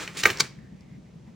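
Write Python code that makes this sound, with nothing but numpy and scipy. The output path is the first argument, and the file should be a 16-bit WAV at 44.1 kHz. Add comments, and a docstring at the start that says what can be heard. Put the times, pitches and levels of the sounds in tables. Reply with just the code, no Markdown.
"""A swish opens: a stiff plastic sheet of adhesive gems slides over a card, as slips with a rattle and hiss.
It buckles with hollow pops (crunch, ringing modes, low thump) and lands with a bright crackling slap.
Steel tweezers then tick faintly, as tiny slip clusters; fingers rub the sheet through single resonances.
Hands bump the table in low noise bursts; a small room echoes the near sounds over a steady low rumble."""
import sys
import numpy as np
from scipy import signal
from scipy.fft import rfft, irfft, next_fast_len
from scipy.io import wavfile

SR = 44100
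rng = np.random.default_rng(int(sys.argv[2]) if len(sys.argv) > 2 else 0)


def materialize(psi):
    """Save the field psi as 16-bit PCM at rate SR to the path in sys.argv[1].

    A 1-D psi becomes a single channel; in a 2-D psi each row is a channel.
    """
    bounded = np.clip(np.atleast_2d(psi).T, -1, 1)
    quanta = np.round(bounded * 32767).astype(np.int16)
    wavfile.write(sys.argv[1], SR, quanta)


N = 59535


def amp(db):
    """Decibels to gain."""
    return 10 ** (np.asarray(db) / 20)


def unit(x):
    """Scaled to rms 1."""
    return x / np.sqrt(np.mean(x ** 2) + 1e-20)


def noise():
    """Two unrelated streams of white noise."""
    return rng.standard_normal((2, N))


def along(points, hz):
    """Table of (frequency, value) read on a log frequency axis."""
    f, v = np.transpose(points)
    return np.interp(np.log(hz + 1), np.log(f + 1), v)


def filtered(x, response):
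    """x through a complex frequency response."""
    m = next_fast_len(N + SR // 2)
    return irfft(rfft(x, m) * response(np.fft.rfftfreq(m, 1 / SR)), m)[..., :N]


def coloured(x, spectrum, tilt_db_per_octave=0):
    """x shaped by a spectrum and a tilt about 2 kHz, keeping the power of white noise."""
    def response(hz):
        octaves = np.clip(np.log2((hz + 1) / 2000), -2, 1)
        return unit(amp(along(spectrum, hz) + tilt_db_per_octave * octaves))
    return filtered(x, response)


# left-right likeness of close sounds, room echo and room tone: (frequency [Hz], correlation [-1..1])
NEAR_LIKENESS = [(150, 1), (320, 0.98), (480, .6), (680, 0.52), (900, 0.83), (1500, 1), (3000, 0.92),
                 (7000, .88), (15000, 0.86)]
ROOM_LIKENESS = [(130, 0.98), (290, .8), (600, 0.18), (1400, 0.67), (3100, 0.7), (7000, 0.3), (15000, .7)]
AIR_LIKENESS = [(60, 0.93), (130, 1), (290, 0.64), (640, 0.042), (1410, 0.44), (3100, .65), (6800, .5),
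                (15000, .7)]


def spread(pair, likeness):
    """Two unrelated signals, mixed as mid and side into left and right of the given likeness."""
    def mid_side(hz):
        angle = np.arccos(np.clip(along(likeness, hz), -1, 1)) / 2
        return np.array([np.cos(angle), np.sin(angle)])
    mid, side = filtered(pair, mid_side)
    return np.array([mid + side, mid - side])


SLIPS_PER_S, SLIP_SPREAD_DB = 9000, 4


def slips(per_s=SLIPS_PER_S):
    """Stick-slip friction: two random streams of tiny impulses of uneven size and sign, at rms 1."""
    hit = rng.random((2, N)) < per_s / SR
    sign = np.sign(noise())
    return unit(hit * sign * amp(SLIP_SPREAD_DB * noise()))


ROUNDNESS = 1.4  # exponent of an envelope's top: 1 pointed, 2 bell


def burst(x, s, swell_s, fade_s):
    """x swells up to time s and fades; its energy depends on the envelope alone."""
    t = np.arange(N) / SR - s
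    shape = np.exp(-np.abs(t / np.where(t < 0, swell_s, fade_s)) ** ROUNDNESS)
    return np.array([unit(c * shape) for c in x]) * np.sqrt(np.mean(shape ** 2))


def ring(modes, s, swell_s):
    """Sheet modes at random phases swell up to time s, then decay exponentially."""
    t = np.arange(N) / SR - s
    tones = 0
    for hz, db, t60_s in modes:
        decay = amp(db - 60 * np.maximum(t, 0) / t60_s)
        tones = tones + decay * np.sin(2 * np.pi * hz * t + rng.normal(0, 0.94))
    return tones * np.exp(-np.abs(np.minimum(t, 0) / swell_s) ** ROUNDNESS) / 2


# sheet buckles: (time [s], level [dB], swell [s], fade [s], treble tilt [dB/octave],
#                 thump [dB], pitch that rings most [Hz])
POPS = [(0.0773, -27.5, 0.00077, 0.0025, 1.5, -24.5, 2400),
        (0.236, -13, 0.00034, 0.0027, 14.5, -16.5, 2480), (0.2565, -6.5, 0.002, .0034, 0.5, -14.5, 1722),
        (0.3017, -20.5, .0005, .006, 2.5, -11.5, 3294)]
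# modes of the buckling sheet: (frequency [Hz], level [dB], t60 [s])
BENT_SHEET_MODES = [(1211, -9, 0.13), (1558, -1, 0.037), (1885, 4.5, 0.024), (2270, -6, 0.026),
                    (2980, -2.5, 0.026), (3163, -4, 0.019), (3660, -6, .025), (4310, -3, 0.025),
                    (5670, -7.5, .025)]
# spectrum of crunch and rattle, then of the thump: (frequency [Hz], density [dB/Hz])
CRUNCH_SPECTRUM = [(180, -44), (300, -18.5), (961, -16.5), (1900, -6), (2610, -9), (2930, -17.5),
                   (3350, -26.5), (4090, -12.5), (4670, -25.5), (5250, -19), (10400, -35.5), (16000, -37)]
THUMP_SPECTRUM = [(40, -24.5), (110, 1.5), (200, -0.5), (300, -3.5), (430, 3), (560, -13), (700, -2),
                  (900, -12), (1300, -17.5)]
RING_DB, CRUNCH_DB, FOCUS_DB_PER_OCTAVE = 1.5, -1.5, 11.5  # focus: mode loss away from the pitch
THUMP_DELAY_S, THUMP_FADE_S = 0.0027, 0.018


def pops():
    """Each buckle is a crunch of slips, a short ring of the sheet and a push of air."""
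    out = np.zeros((2, N))
    for s, db, swell_s, fade_s, tilt, thump_db, pitch_hz in POPS:
        modes = [(hz, level_db - FOCUS_DB_PER_OCTAVE * abs(np.log2(hz / pitch_hz)), t60_s)
                 for hz, level_db, t60_s in BENT_SHEET_MODES]
        crunch = coloured(burst(slips(), s, swell_s, fade_s), CRUNCH_SPECTRUM, tilt)
        thump = burst(coloured(noise(), THUMP_SPECTRUM), s + THUMP_DELAY_S, swell_s, THUMP_FADE_S)
        body = spread(amp(CRUNCH_DB) * crunch + amp(thump_db) * thump, NEAR_LIKENESS)
        out += amp(db) * (amp(RING_DB) * ring(modes, s, swell_s) + body)
    return out


# sheet meets card: (time [s], level [dB], swell [s], fade [s], ring relative to level [dB])
TAPS = [(0.1714, -34, .001, 0.0055, -19), (0.2333, -26.5, 0.00054, .001, -19.5),
        (0.373, -32.5, 0.00039, 0.0021, -24.5), (0.387, -37.5, .001, 0.0041, -15),
        (0.4062, -12, 0.0047, 0.003, -6.5), (0.4103, -18.5, .0003, 0.00062, -22.5)]
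# slap spectrum: (frequency [Hz], density [dB/Hz])
TAP_SPECTRUM = [(100, -16), (330, -1.5), (470, -4.5), (680, -21), (850, -10), (1300, -3), (1950, -11),
                (2300, -0.5), (2800, -14.5), (4400, -0.5), (5900, 1), (7600, -5), (11500, -19),
                (14500, -18.5), (16000, -17)]
# modes of the sheet lying flat: (frequency [Hz], level [dB], t60 [s])
FLAT_SHEET_MODES = [(883, -4, 0.018), (1534, 0, 0.028), (2253, -2.5, 0.025), (3210, -1, 0.031),
                    (3933, -2, 0.023), (4537, 4, .035)]


def taps():
    """Bright slaps: a tight cluster of slips and a brief ring of the flat sheet."""
    clusters, rings = 0, 0
    for s, db, swell_s, fade_s, ring_db in TAPS:
        clusters = clusters + amp(db) * burst(slips(), s, swell_s, fade_s)
        rings = rings + amp(db + ring_db) * ring(FLAT_SHEET_MODES, s, swell_s)
    return spread(coloured(clusters, TAP_SPECTRUM), NEAR_LIKENESS) + rings


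# sliding over the card: (time [s], level [dB], hiss relative to level [dB])
SLIDE = [(0, -37, -5), (.03, -35.5, -6), (.065, -46, -3), (.10, -45.5, -11), (.135, -53, -3.5),
         (.160, -43, -4), (0.167, -41.5, -9), (.172, -41.5, 7.5), (0.207, -45, 13), (.225, -43.5, 1),
         (0.288, -28.5, -16.5), (0.337, -43, -2), (.385, -41.5, -11.5), (.445, -41.5, -3), (.49, -55, -6.5),
         (0.561, -64.5, -32), (0.699, -83, -4.5)]
# spectra of dull scrape and bright hiss: (frequency [Hz], density [dB/Hz])
SCRAPE_SPECTRUM = [(120, -7), (200, -2), (500, -0.5), (720, -9), (1000, -4), (2400, -5), (4000, -15),
                   (7800, -17.5), (11500, -37), (14500, -27), (16000, -28)]
HISS_SPECTRUM = [(400, -11.5), (880, -28), (2000, -4.5), (2900, -5.5), (6700, -6.5), (10000, -10.5),
                 (12000, -25), (14500, -16), (16000, -21)]
RATTLES_PER_S, RATTLE_DB = 320, -7  # gems jostling on the sheet


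def slide():
    """Plastic rubs on card: dense slips as dull scrape and varying hiss, sparse ones as rattle."""
    s, *columns = np.transpose(SLIDE)
    level_db, hiss_db = [np.interp(np.arange(N) / SR, s, c) for c in columns]
    scrape = coloured(slips(), SCRAPE_SPECTRUM)
    rattle = amp(RATTLE_DB) * coloured(slips(RATTLES_PER_S), CRUNCH_SPECTRUM)
    hiss = amp(hiss_db) * coloured(slips(), HISS_SPECTRUM)
    return amp(level_db) * spread(scrape + rattle + hiss, NEAR_LIKENESS)


# tweezer tips on the gems: (time [s], level [dB])
TICKS = [(.767, -60.5), (.809, -55), (.822, -64.5), (.958, -68.5)]
# tick spectrum: (frequency [Hz], density [dB/Hz])
TICK_SPECTRUM = [(2000, -34), (4300, -7), (5500, 0), (6500, -8), (7600, -9), (10000, -18.5), (16000, -25.5)]
TICK_SWELL_S, TICK_FADE_S = 0.0008, 0.0013


def tweezers():
    """Tiny, thin ticks of the steel tips: very short slip clusters."""
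    ticks = sum(amp(db) * burst(slips(), s, TICK_SWELL_S, TICK_FADE_S) for s, db in TICKS)
    return spread(coloured(ticks, TICK_SPECTRUM), NEAR_LIKENESS)


# fingers on the sheet: (time [s], level [dB], swell [s], fade [s], resonance [Hz])
RUBS = [(.589, -55.5, 0.0058, 0.0054, 1827), (.63, -63.5, 0.0833, 0.13, 1810),
        (.81, -67.5, 0.069, 0.043, 2220), (.95, -64.5, 0.087, 0.033, 2100), (1.065, -68, 0.018, .03, 2048),
        (1.28, -66, .025, 0.025, 2011), (1.285, -61.5, 0.024, 0.017, 860)]
RUB_Q = 8.9


def fingers():
    """Faint rubs: slips, each burst through one band-pass resonance of the held sheet."""
    def resonant(hz):
        def response(f):
            damping = 1j * f * hz / RUB_Q
            return damping / (hz * hz - f * f + damping)
        return filtered(slips(), response)
    rubs = sum(amp(db) * burst(resonant(hz), s, swell_s, fade_s) for s, db, swell_s, fade_s, hz in RUBS)
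    return spread(rubs, ROOM_LIKENESS)


# table gives under the hands: (time [s], level [dB], swell [s], fade [s])
BUMPS = [(.19, -44, 0.018, 0.025), (.313, -39, .012, 0.01), (0.422, -38, 0.011, .025),
         (0.586, -44.5, 0.071, 0.048), (0.643, -41, 0.0089, 0.0082), (0.729, -42, 0.011, 0.02),
         (.92, -43.5, 0.014, 0.015), (0.974, -44.5, 0.044, 0.029), (1.151, -44, 0.013, 0.041),
         (1.29, -44.5, 0.023, 0.031)]
# table spectrum: (frequency [Hz], density [dB/Hz])
TABLE_SPECTRUM = [(30, -16), (60, -13), (120, 1.5), (200, 7.5), (300, -12), (700, -54.5)]


def bumps():
    """Soft low knocks of the hands on the table: bursts of low noise."""
    knocks = sum(amp(db) * burst(coloured(noise(), TABLE_SPECTRUM), s, swell_s, fade_s)
                 for s, db, swell_s, fade_s in BUMPS)
    return spread(knocks, AIR_LIKENESS)


# reverberation: (frequency [Hz], t60 [s])
ROOM_T60_S = [(150, 1), (500, 0.15), (2000, .42), (5000, .36), (12000, .25)]
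TAIL_DB, EARLY_DB, EARLY_FADE_S = -20, -12.5, 0.0094
WALL_S = 0.0038  # echo fades in from half this delay to all of it


def room(x):
    """Dense near reflections, then a tail whose bass lasts longest."""
    hz, t, z = signal.stft(noise(), SR, nperseg=256)
    decay = amp(-60 * t / along(ROOM_T60_S, hz)[:, None])
    tail = signal.istft(z * decay, SR, nperseg=256)[1][:, :N]
    t = np.arange(N) / SR
    early = noise() * np.exp(-t / EARLY_FADE_S)
    onset = np.clip(2 * t / WALL_S - 1, 0, 1)
    answer = (amp(TAIL_DB) * unit(tail * onset) + amp(EARLY_DB) * unit(early * onset)) / np.sqrt(N)
    return signal.fftconvolve(x.mean(0)[None], spread(answer, ROOM_LIKENESS), axes=1)[:, :N]


# room tone: (frequency [Hz], density [dB/Hz])
AIR_SPECTRUM = [(25, -31.5), (45, -11.5), (65, -3), (95, -7), (125, -0.5), (200, 0.5), (260, -11.5),
                (330, -13.5), (520, -17.5), (750, -23), (1400, -32), (2200, -32.5), (4000, -37),
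                (6500, -38.5), (10000, -47.5), (12000, -54), (16000, -55.5)]
AIR_DB = -49


def air():
    """Steady room rumble under a faint hiss: shaped noise."""
    return amp(AIR_DB) * spread(unit(coloured(noise(), AIR_SPECTRUM)), AIR_LIKENESS)


def scene():
    """The handling on the table, its echo and the room tone."""
    near = pops() + taps() + slide() + tweezers()
    return near + room(near) + fingers() + bumps() + air()


# microphone ports: (frequency [Hz], left minus right [dB]), (frequency [Hz], left phase lag [rad])
BALANCE_DB = [(60, 1), (150, 0), (380, 3), (950, 0.0), (2380, -0.5), (5980, 0.0), (15000, 0.0)]
LAG_RAD = [(100, 0), (4500, 0), (6400, .7), (8200, 1.8), (11000, 3), (16000, 4.6)]
PEAK, KNEE = 1.05, 5  # soft limit, sharpness of its bend
LOW_CUT_HZ, TOP_HZ = 33, 16000


def record(dry):
    """Two close ports differ in level and treble phase; peaks are rounded, deep bass and top cut."""
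    side = np.array([[.5], [-.5]])  # each port takes half the difference

    def port_response(hz):
        return amp(side * along(BALANCE_DB, hz)) * np.exp(-1j * side * along(LAG_RAD, hz))

    def band(hz):
        return (hz < TOP_HZ) * hz ** 2 / np.hypot(hz ** 2, LOW_CUT_HZ ** 2)

    ports = filtered(dry, port_response)
    rounded = ports / (1 + np.abs(ports / PEAK) ** KNEE) ** (1 / KNEE)
    return filtered(rounded, band)


dry = scene()
out = record(dry)
materialize(out)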